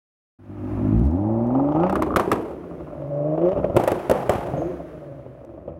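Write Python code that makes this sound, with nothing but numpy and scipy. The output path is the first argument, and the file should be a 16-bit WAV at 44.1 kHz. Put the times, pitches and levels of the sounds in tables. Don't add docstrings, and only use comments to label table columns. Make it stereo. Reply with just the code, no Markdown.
import sys
import numpy as np
from scipy import signal
from scipy.fft import rfft, irfft, next_fast_len
from scipy.io import wavfile
from scipy.ndimage import uniform_filter1d

SR = 44100
rng = np.random.default_rng(int(sys.argv[2]) if len(sys.argv) > 2 else 0)


def transcribe(u):
    v = np.clip(np.atleast_2d(u).T, -1, 1)
    q = np.round(v * 32767).astype(np.int16)
    wavfile.write(sys.argv[1], SR, q)


N = 255559
TIME = np.arange(N) / SR
SIDE_PAIR = np.array([[1], [-1]])


def undb(db):
    return 10 ** (np.asarray(db) / 20)


def unit(x):
    return x / np.sqrt(np.mean(x ** 2))


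def curves(rows):
    s, *columns = np.transpose(rows)
    return [np.interp(TIME, s, c) for c in columns]


def walk(rate):
    k = int(SR / rate)
    steps = np.repeat(rng.standard_normal(N // k + 1), k)
    smooth = uniform_filter1d(uniform_filter1d(steps, k), k)
    return unit(smooth[:N])


def resonate(x, hz, width):
    b, a = signal.iirpeak(min(hz, .45 * SR), hz / width, fs=SR)
    once = signal.lfilter(b, a, x + 1e-18)
    return signal.lfilter(b, a, once)


def lowpass(x, hz):
    return signal.lfilter(*signal.butter(1, hz, fs=SR), x + 1e-18)


def tint(x, hz, db):
    size = next_fast_len(N, True)
    f = np.maximum(np.fft.rfftfreq(size, 1 / SR), 1)
    gain = undb(np.interp(np.log(f), np.log(hz), db))
    return irfft(rfft(x, size) * gain, size)[:N]


def noise(colour):
    return unit(tint(rng.standard_normal(N), *np.transpose(colour)))


def strike(pulses, modes):
    click = signal.unit_impulse(SR // 20)
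    ring = sum((-1) ** k * undb(db) * resonate(click, hz, width)
               for k, (hz, width, db) in enumerate(modes))
    return signal.fftconvolve(pulses, ring / np.abs(ring).max())[:N]


def place(x, side, bass_side, corner_hz=510):
    s = side * x + bass_side * lowpass(x, corner_hz)
    return np.array([x - s, x + s])


# down_s, up_s, depth (0-1)
PRESSES = [(0.932, 1.866, 0.62), (2.975, 3.519, 0.56), (4.48, 4.692, 0.23)]
THROTTLE_OPEN_S, THROTTLE_CLOSE_S = 0.21, 0.079


def throttle():
    total = 0
    for down, up, depth in PRESSES:
        opening = np.clip((TIME - down) / THROTTLE_OPEN_S, 0, 1)
        closing = np.clip(1 - (TIME - up) / THROTTLE_CLOSE_S, 0, 1)
        total = total + depth * opening * closing
    return np.clip(total, 0, 1)


# time_s, firing_rate_hz
SPEED = [(0.64, 50.43), (0.91, 52.75), (1.0, 58.76), (1.07, 69.6), (1.196, 98.7), (1.268, 107.4),
         (1.344, 112.9), (1.496, 121.8), (1.55, 131.1), (1.752, 152.8), (1.786, 161.2), (1.848, 183),
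         (1.95, 199.9), (2.55, 185.8), (3.0, 141.8), (3.156, 143.6), (3.248, 148.5), (3.344, 157.2),
         (3.426, 169.5), (3.482, 182), (3.53, 198), (3.72, 186), (4.45, 112.9), (4.52, 126), (4.62, 163.6),
         (4.7, 181.1), (5.01, 146.5), (5.5, 115), (5.7, 81.8)]
# time_s, level_db
LOUDNESS = [(0.41, -55.5), (0.52, -44), (0.78, -31.5), (1.13, -35), (1.28, -29.5), (1.48, -29), (1.58, -25),
            (1.66, -28), (1.85, -21.5), (1.91, -24), (2.3, -37), (2.65, -41), (3.08, -35), (3.35, -28.5),
            (3.46, -24), (3.6, -28), (4.0, -43), (4.42, -38), (4.6, -29.5), (4.9, -42.5), (5.45, -45.5),
            (5.66, -44.5), (5.72, -40), (5.79, -47.5)]
# time_s, change_db
MISFIRES = [(1.543, -2), (1.589, 0.5), (1.737, -9.5), (1.886, -3.5), (1.914, 1), (2.012, -5), (2.054, -8),
            (3.369, -9), (3.406, -5), (3.508, -7), (3.546, -9.5), (3.565, 4), (3.622, -4), (3.733, -0.5)]
MISFIRE_S = .008
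# from_s, to_s
TURN_S = (0.99, 3.31)


def driving():
    misfire_db = sum(db * np.exp(-((TIME - s) / MISFIRE_S) ** 2) for s, db in MISFIRES)
    hz, = curves(SPEED)
    loud_db, = curves(LOUDNESS)
    return hz, loud_db + misfire_db, throttle(), np.interp(TIME, TURN_S, [0, 1])


# pitch_hz, beside_car_db, behind_car_db
PIPE_COLOUR = [(49.2, -2, 6.5), (57, 19.5, 6), (68.5, 21.5, 6), (84, 15, -17), (116, 5, -5.5),
               (138.4, -5, 10), (198, 6, -6.5), (265, 19.5, 0.5), (350.3, 2.5, 13), (434, -16, 3),
               (494, -10.5, 8), (575, 2, 17.5), (674, -17.5, 9.5), (714, -13, -7.5), (820, -10, -21),
               (860, -5.5, -22), (980, -14, -15), (1110, -12, -7), (1260, 13.5, -27.5), (1500, -2, -29)]
CRUISE_HZ = 140
NOTE_SHUT_DB, DULLING_SHUT_DB = -5.5, -9.5


def order_levels(hz, loud_db, load, behind, count=8):
    pipe_hz, beside_db, behind_db = np.transpose(PIPE_COLOUR)
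    levels = []
    for k in range(1, count + 1):
        side = np.interp(np.log(k * hz), np.log(pipe_hz), beside_db)
        rear = np.interp(np.log(k * hz), np.log(pipe_hz), behind_db)
        shut_db = NOTE_SHUT_DB + DULLING_SHUT_DB * np.log2(np.maximum(k * hz / CRUISE_HZ, 1))
        levels.append(loud_db + side + behind * (rear - side) + (1 - load) * shut_db)
    return levels


def note(turns, order_db, scatter, flutter_db=3.5, wobble=0.92):
    out = 0
    for k, db in enumerate(order_db, 1):
        level = undb(db + flutter_db * min(k, 3) * scatter * walk(50))
        phase = 2 * np.pi * k * turns + wobble * k * scatter * walk(40)
        out = out + level * np.sin(phase)
    return np.sqrt(2) * out


# pitch_hz, beside_car_db, behind_car_db
SNARL_COLOUR = [(70, -19, -32), (181, -13, -31), (260, -13, -20), (350, -6, -12), (430, -20, -12),
                (530, -13, -8), (600, -9, -2), (680, -15, -8), (800, -10, -20), (960, -20, -28),
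                (1110, -26, -21), (1250, -30, -36), (1620, -47, -45.5), (3500, -60, -54)]
# on_order_db, sixth_off_db, third_off_db, halfway_db
SNARL_LINES_DB = (-12, -9, -5, -1)


def snarl(turns, level_db, behind, count=120, size=4096):
    k = np.arange(1, count + 1)
    line_db = np.array(SNARL_LINES_DB)[np.minimum(k % 6, -k % 6)]
    lines = undb(line_db) * np.exp(2j * np.pi * rng.random(count))
    cycle = irfft(np.r_[0, lines], size) * size / np.sqrt(2)
    wave = np.interp(turns / 6, np.arange(size) / size, cycle, period=1)
    hz, beside_db, behind_db = np.transpose(SNARL_COLOUR)
    beside = (1 - behind ** 2) * tint(wave, hz, beside_db)
    rear = behind ** 2 * tint(wave, hz, behind_db)
    return undb(level_db) * (beside + rear)


ROAR_LAW = {"boom": (-4.5, -3.5, -18, 0.5, -6), "silencer": (3, 1, -18, -8.5, 3),
            "tailpipe": (-9.5, 0, -12, 6, 0), "rasp": (-9, 3, -20, -6, 27), "gas": (-25, -1, -17, -4, 25)}


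def roar_levels(hz, loud_db, load, behind):
    octaves = np.log2(hz / CRUISE_HZ)
    strain = load * np.maximum(octaves, 0)
    levels = {}
    for part, (db, speed_db, load_db, turn_db, strain_db) in ROAR_LAW.items():
        change_db = speed_db * octaves + load_db * load + turn_db * behind + strain_db * strain
        levels[part] = loud_db + db + change_db
    return levels


# pitch_hz, width_hz, level_db
BOOM = [(66.5, 28, 13), (146.6, 66, 9.5)]
SILENCER = [(262, 75, -2), (335, 75, 0)]
TAILPIPE = [(585, 110, 0), (690, 140, -9)]
RASP = [(820, 220, 0), (1060, 320, -2), (1310, 300, -1)]
GAS = [(1640, 530, 2), (2500, 700, -4)]


def roar(turns, scatter, level_db, bank=0.077, lump=0.041, jitter_s=0.00088, puff=0.59):
    at = np.flatnonzero(np.diff(np.floor(turns)))
    chance = rng.standard_normal((len(at), 2))
    cylinder = np.arange(len(at))
    uneven = bank * (-1) ** cylinder + lump * np.cos(2 * np.pi * cylinder / 3)
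    size = 1 + uneven + scatter[at] * chance[:, 0]
    late = (jitter_s * SR * scatter[at] * chance[:, 1]).astype(int)
    pulses = np.zeros(N)
    np.add.at(pulses, np.clip(at + late, 0, N - 1), size * np.sqrt(np.gradient(at)))
    puff_size = np.exp(-(turns % 1) / puff) * np.interp(np.arange(N), at, size)
    gas = unit(puff_size * rng.standard_normal(N))
    idling = np.clip(1.6 - np.gradient(turns) * SR / 90, .15, 1)
    gas = (1 - idling) * gas + idling * rng.standard_normal(N)

    def section(modes, db, gas_share):
        drive = pulses + gas_share * gas
        ring = sum((-1) ** k * undb(g) * resonate(drive, hz, width) / np.sqrt(width)
                   for k, (hz, width, g) in enumerate(modes))
        top_cut = signal.butter(3, 1.3 * modes[-1][0], fs=SR, output="sos")
        ring = signal.sosfilt(top_cut, ring)
        power = uniform_filter1d(ring ** 2, size=6000)
        return undb(db) * ring / np.sqrt(np.abs(power) + 1e-12)

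    return (section(BOOM, level_db["boom"], gas_share=0.89)
            - section(SILENCER, level_db["silencer"], gas_share=0.052)
            + section(TAILPIPE, level_db["tailpipe"], gas_share=0.7)
            + section(RASP, level_db["rasp"], gas_share=2.3)
            + section(GAS, level_db["gas"], gas_share=7.4))


LOAD_SCATTER, OVERRUN_SCATTER = 0.06, 0.58
THROB = .2
SNARL_DB, SNARL_SHUT_DB = 1.5, -13


def engine():
    hz, loud_db, load, behind = driving()
    shut = (1 - load) ** 2
    scatter = LOAD_SCATTER + OVERRUN_SCATTER * shut * (1 - load / 2) * (hz / CRUISE_HZ) ** 1.18
    turns = np.cumsum(hz) / SR
    tone = note(turns, order_levels(hz, loud_db, load, behind), scatter)
    tone = tone * (1 + THROB * np.sin(2 * np.pi * turns / 6))
    tone = tone + snarl(turns, loud_db + SNARL_DB + SNARL_SHUT_DB * shut, behind) + lugging(turns)
    exhaust = roar(turns, scatter, roar_levels(hz, loud_db, load, behind))
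    exhaust = exhaust + barks() + spitting(turns, hz, loud_db, load)
    return tone, exhaust


TURBO_HZ, TURBO_DB, TURBO_SAG_HZ_PER_S2 = 6440, -60, 1100
FLARE_S, FLARE_DB, FLARE_ATTACK_S, FLARE_FADE_S = 4.56, -60, .02, .09


def turbo(spread_hz=1000):
    since = np.maximum(TIME - FLARE_S, 0)
    phase = 2 * np.pi * np.cumsum(TURBO_HZ - TURBO_SAG_HZ_PER_S2 * since ** 2) / SR
    whistle = unit(walk(spread_hz) * np.sin(phase) + walk(spread_hz) * np.cos(phase))
    flare = undb(FLARE_DB) * np.minimum(since / FLARE_ATTACK_S, 1) * np.exp(-since / FLARE_FADE_S)
    steady = undb(curves(LOUDNESS)[0] + TURBO_DB)
    return (steady + flare) * whistle


# pitch_hz, t60_s, level_db
COURT = [(83, 0.41, -8.5), (173, 0.59, 14.5), (396, 1.6, 4.5), (740, 0.32, 5.5), (1300, 0.43, -9.5),
         (3070, 0.45, -17), (6400, 0.52, -36), (12800, 0.23, -22)]


def forecourt(x, build_s=0.039):
    t = np.arange(SR) / SR
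    f = np.maximum(np.fft.rfftfreq(SR, 1 / SR), 1)
    white, response = rfft(rng.standard_normal((2, SR))), 0
    centres = np.log([row[0] for row in COURT])
    for share, (_, t60, db) in zip(np.eye(len(COURT)), COURT):
        band = irfft(white * np.interp(np.log(f), centres, share), SR)
        response = response + undb(db) * band * np.exp(-np.log(1000) * t / t60)
    response = response * (1 - np.exp(-t / build_s)) / np.sqrt(SR * .06)
    return signal.fftconvolve(x[None], response, axes=1)[:, :N]


# time_s, level_db
HISS = [(0.39, -65), (0.7, -50.5), (1.05, -53), (1.3, -58.5), (1.7, -55.5), (2.8, -54.5), (3.3, -59),
        (3.5, -54), (3.74, -54), (3.85, -43), (4.7, -49), (5.2, -59), (5.79, -68)]
# pitch_hz, level_db
HISS_COLOUR = [(1500, 25), (3000, 11.5), (4200, 3), (6000, 0.5), (8500, -4.5), (11000, 0.5), (13000, -8.5),
               (16000, -2)]


def hiss():
    centre = place(noise(HISS_COLOUR), side=0.54, bass_side=0)
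    wide = centre + undb(-5.5) * noise(HISS_COLOUR) * SIDE_PAIR
    return undb(curves(HISS)[0] + 0.55 * walk(60)) * wide


# pitch_hz, width_hz, level_db
LUG_MODES = [(108, 83, 8), (226, 170, -1), (316, 130, -0.5)]
LUG_S, LUG_WIDTH_S, LUG_DB, LUG_SPREAD_DB = .95, .11, -11, 2.5


def lugging(turns):
    at = np.flatnonzero(np.diff(np.floor(turns)))
    pulses = np.zeros(N)
    pulses[at] = undb(LUG_DB + LUG_SPREAD_DB * rng.standard_normal(len(at)))
    swell = np.exp(-((TIME - LUG_S) / LUG_WIDTH_S) ** 2)
    return strike(pulses * swell, LUG_MODES)


# start_s, level_db
TICKS = [(0.996, -43), (1.036, -47), (1.053, -44), (1.069, -44), (1.111, -45.5), (1.469, -46),
         (5.449, -45.5)]


def ticks(decay_s=0.0014, dull_hz=4500):
    size = sum(undb(db) * (TIME >= s) * np.exp(-np.abs(TIME - s) / decay_s) for s, db in TICKS)
    return lowpass(size * rng.standard_normal(N), dull_hz)


# start_s, level_db, spat_gas_db
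BARKS = [(1.505, -23, -56), (1.551, -13.5, -52), (1.596, -14, -52), (1.642, -20, -54), (1.687, -17, -50),
         (1.722, -15.5, -45), (1.76, -14.5, -43), (1.798, -12, -40), (1.834, -10, -31), (1.866, -14, -36),
         (1.895, -16, -38), (1.927, -11, -38), (3.451, -26, -42), (3.484, -24, -38), (3.516, -24, -41)]
# pitch_hz, width_hz, level_db
BARK_MODES = [(342, 140, -3), (620, 310, -5.5), (847, 200, 4), (1236, 206, -5.5)]


def barks(next_db=-4):
    hz, = curves(SPEED)
    pulses = np.zeros(N)
    for s, db, _ in BARKS:
        at = int(s * SR)
        pulses[[at, at + int(SR / hz[at])]] = undb([db, db + next_db])
    return strike(pulses, BARK_MODES)


# start_s, level_db, ring_hz, thump_db
POPS = [(1.749, -15.5, 765, -21), (2.068, -17, 380, -17), (2.106, -16.5, 1130, -24), (2.14, -15, 1180, -18),
        (2.276, -13.5, 385, -18), (2.4, -21, 452, -33), (2.432, -31, 600, -34), (2.46, -28.5, 416.4, -33.5),
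        (3.019, -26.5, 570, -35), (3.378, -14.5, 659, -44.5), (3.416, -16.5, 540, -34),
        (3.53, -16.5, 635, -19), (3.576, -13.5, 573, -18), (3.592, -19, 598, -19), (3.643, -8.5, 603, -15),
        (3.698, -17, 646, -16), (3.746, -20, 570, -12), (3.757, -13, 610, -11), (4.355, -22, 570, -14),
        (4.485, -21, 680, -20), (4.537, -17, 700, -17), (4.578, -18, 560, -32), (4.619, -17, 670, -31),
        (4.977, -29, 557.7, -29), (5.19, -31.5, 570, -39), (5.263, -30.5, 532, -31), (5.441, -31, 540, -46),
        (5.539, -31, 566, -33), (5.578, -29.5, 560, -40), (5.678, -20.5, 556, -26.5),
        (5.692, -32.5, 540, -39)]
# pitch_hz, level_db
SPIT_COLOUR = [(400, 0), (1300, 6.5), (1800, 4.5), (2900, 1), (3900, -14.5), (6300, -19), (8000, -31),
               (16000, -35.5)]
SPIT_DB, SPIT_DB_PER_OCTAVE = -35, 28
SPIT_SHARE, SPIT_SPREAD_DB = .22, 3
BARK_SPIT_S, POP_SPIT_S, POP_SPIT_DB, POP_SPIT_POWER = .011, .004, -13, 1.9


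def spitting(turns, hz, loud_db, load):
    def burst(s, decay_s):
        return (TIME >= s) * np.exp(-np.abs(TIME - s) / decay_s)

    firing = np.floor(turns).astype(int)
    puff_db = SPIT_SPREAD_DB * rng.standard_normal(N)[firing]
    puffs = unit(np.exp(-(turns % 1) / SPIT_SHARE) * undb(puff_db))
    strain = load * undb(loud_db + SPIT_DB + SPIT_DB_PER_OCTAVE * np.log2(hz / CRUISE_HZ))
    barking = sum(undb(db) * burst(s, BARK_SPIT_S) for s, _, db in BARKS)
    popping = sum(undb(POP_SPIT_DB) * undb(db) ** POP_SPIT_POWER * burst(s, POP_SPIT_S)
                  for s, db, _, _ in POPS)
    size = puffs * (strain + barking) + popping
    return tint(size * rng.standard_normal(N), *np.transpose(SPIT_COLOUR))


BURBLE_PER_S, BURBLE_HZ = 17, 556
BURBLE_DB, BURBLE_SPREAD_DB = 4, 2.5


def burble(count=90):
    hz, loud_db, load, _ = driving()
    chance = rng.standard_normal((count, 3))
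    times = (np.arange(count) + 0.16 * chance[:, 0]) / BURBLE_PER_S
    at = np.clip(times * SR, 0, N - 1).astype(int)
    overrun = (load[at] < .2) & (hz[at] > 90) & (times < TIME[-1])
    level_db = loud_db[at] + BURBLE_DB + BURBLE_SPREAD_DB * chance[:, 1]
    ring_hz = BURBLE_HZ * np.exp(.06 * chance[:, 2])
    return np.c_[times, level_db, ring_hz][overrun].tolist()


# start_s, level_db, ring_hz, thump_db, crack_db
BANGS = [(1.896, -12, 1280, -42, -44.5), (1.925, -18, 905, -22, -45), (1.955, -7.5, 1180, -21, -39.5),
         (2.022, -9.5, 1090, -36, -35.5), (2.1605, -0.5, 1250, -43, -28), (2.167, -19, 487, -8.5, -31),
         (2.196, -5.5, 1110, -14, -35.5), (2.316, -2.5, 1135, -16.5, -29), (2.329, -6.5, 393.8, -21, -39),
         (3.765, 0.5, 597, -2.5, -29.5), (3.77, -14, 547, -42, -36.5), (3.798, -8, 700, -24, -41),
         (3.837, -10.5, 573, -20, -38), (3.876, -6.5, 580, -26, -31.5), (3.881, -18, 665, -29, -38.5),
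         (3.917, -8.5, 645, -13.5, -35), (4.0964, -2.5, 610, -9.5, -31), (4.112, -1.5, 509, -14, -31),
         (4.294, -1.5, 605, -8, -29.5), (4.317, -20, 716, -34, -45.5), (4.335, -28, 640, -41, -44)]
BANG_CYCLES, POP_CYCLES = 3.17, 5.2
POP_CRACK_DB, BURBLE_THUMP_DB = -72, -5


def bangs_and_pops():
    bangs = [(s, db, hz, BANG_CYCLES, crack_db, low_db) for s, db, hz, low_db, crack_db in BANGS]
    pops = [(s, db, hz, POP_CYCLES, db + POP_CRACK_DB, low_db) for s, db, hz, low_db in POPS]
    burbles = [(s, db, hz, POP_CYCLES, db + POP_CRACK_DB, db + BURBLE_THUMP_DB)
               for s, db, hz in burble()]
    return bangs + pops + burbles


# pitch_hz, level_db
FLAME_COLOUR = [(40, 0), (90, 12), (200, -4.5), (380, 17), (600, 13), (950, 2.5), (1300, -5), (1700, -31),
                (3000, -21), (6000, -65)]
CRACK_S = .0034


def afterfire(thump_hz=105, thump_s=0.0017, flame_s=0.015, flame_db=-11, body_hz=350, body_s=0.0023,
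              body_db=-12, ring_db=-1.96, crack_db=1.5, thump_db=-1, sag=0.0047, ceiling=0.58,
              churn_db=11, churn_s=0.013, churn_width=0.77):
    t = np.arange(4096) / SR
    blast, flame, jet = np.zeros((3, N + len(t)))
    turbulence = rng.standard_normal(N + len(t))
    for s, db, hz, ring_cycles, jet_db, low_db in bangs_and_pops():
        span = slice(int(s * SR), int(s * SR) + len(t))
        ring_s = ring_cycles / hz
        cycles = hz * (t + sag * ring_s * (1 - np.exp(-t / ring_s)))
        ring_size = np.exp(-(t / ring_s) ** 1.6) * (1 - np.exp(-t / .0005))
        ring = -np.sin(2 * np.pi * cycles) * ring_size
        body = -np.sin(2 * np.pi * body_hz * t) * np.exp(-t / body_s)
        thump = np.cos(2 * np.pi * thump_hz * t) * (t / thump_s) * np.exp(1 - t / thump_s)
        blast[span] += undb(db) * (undb(ring_db) * ring + undb(body_db) * body)
        blast[span] += undb(low_db + thump_db) * thump
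        churn = unit(resonate(turbulence[span], hz, churn_width * hz))
        blast[span] += undb(jet_db + churn_db) * churn * np.exp(-(t / churn_s) ** 2)
        flame_size = np.exp(-(t / flame_s) ** 2) * (1 - np.exp(-t / 0.0034))
        flame[span] += undb(db + flame_db) * flame_size
        jet_size = np.sqrt(t / CRACK_S) * np.exp(1 - (t / CRACK_S) ** 1.4)
        jet[span] += undb(jet_db + crack_db) * jet_size
    blast = blast[:N] + flame[:N] * noise(FLAME_COLOUR)
    return ceiling * np.tanh(blast / ceiling), jet[:N]


# delay_s, gain (plain factor)
ECHOES = [(.0095, 0.17), (0.0167, 0.025), (0.0249, 0.1), (.041, 0.17), (0.061, 0.035)]


def echoes(x, dull_hz):
    copies = sum(gain * np.interp(TIME - s, TIME, x, left=0) for s, gain in ECHOES)
    return lowpass(copies, dull_hz)


# pitch_hz, level_db
TAIL_COLOUR = [(300, -3.5), (700, 33), (1250, 20), (1700, 11.5), (2700, 5.5), (4000, -5.5), (6500, -10),
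               (8500, -10), (11500, -8.5), (16000, -20)]
TAIL_BUILD_S = .02
TAIL_ROUGH_DB, TAIL_CLUSTER_DB = 2.3, 1.2


def crack_tail(jet, t60=0.63, tail_db=4.0):
    t = np.arange(SR) / SR
    decay = (np.exp(-np.log(1000) * t / t60) * (1 - np.exp(-t / TAIL_BUILD_S))) ** 2
    energy = signal.fftconvolve(jet ** 2, decay / decay.sum())[:N]
    uneven_db = TAIL_ROUGH_DB * walk(150) + TAIL_CLUSTER_DB * walk(45)
    size = undb(tail_db + uneven_db) * np.sqrt(np.abs(energy))
    centre = place(size * noise(TAIL_COLOUR), side=0.48, bass_side=.8)
    return centre + undb(-4.5) * size * noise(TAIL_COLOUR) * SIDE_PAIR


# pitch_hz, level_db
CRACK_COLOUR = [(300, -10), (1200, 14), (2700, 11), (4000, 1), (6500, -1), (8000, 2), (11500, 2),
                (16000, -4)]
# pitch_hz, level_db
CRACK_WIDTH = [(400, -12), (2500, 3), (5000, 0), (12000, -1), (16000, -8)]
# time_s, level_db
TAIL_GAIN = [(2.0, 1), (2.3, 3), (3.8, 4.5), (4.3, 9)]


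def scene():
    tone, exhaust = engine()
    blast, jet = afterfire()
    bangs = blast + jet * noise(CRACK_COLOUR)
    wash, spread = forecourt(undb(-12.0) * blast + undb(-8.5) * exhaust)
    direct = place(tone + exhaust + turbo() + ticks(), side=0.48, bass_side=1.1)
    direct = direct + place(bangs, side=0.36, bass_side=0.48)
    reflected = place(wash + echoes(bangs, dull_hz=6000), side=0.88, bass_side=0.72)
    reflected = reflected + crack_tail(undb(curves(TAIL_GAIN)[0]) * jet)
    width = undb(-8.5) * spread + undb(-9.5) * jet * noise(CRACK_WIDTH)
    return direct + reflected + hiss() + width * SIDE_PAIR


START_S, TOP_HZ = 0.387, 15850


def record(dry, bass_cut_hz=36):
    opened = dry * np.clip((TIME - START_S) / 0.0053, 0, 1)
    bass_cut = signal.butter(2, bass_cut_hz, "high", fs=SR, output="sos")
    clipped = np.clip(signal.sosfilt(bass_cut, opened), -1, 1)
    top_cut = signal.ellip(8, .2, 70, TOP_HZ, fs=SR, output="sos")
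    return signal.sosfilt(top_cut, clipped)


dry = scene()
out = record(dry)
transcribe(out)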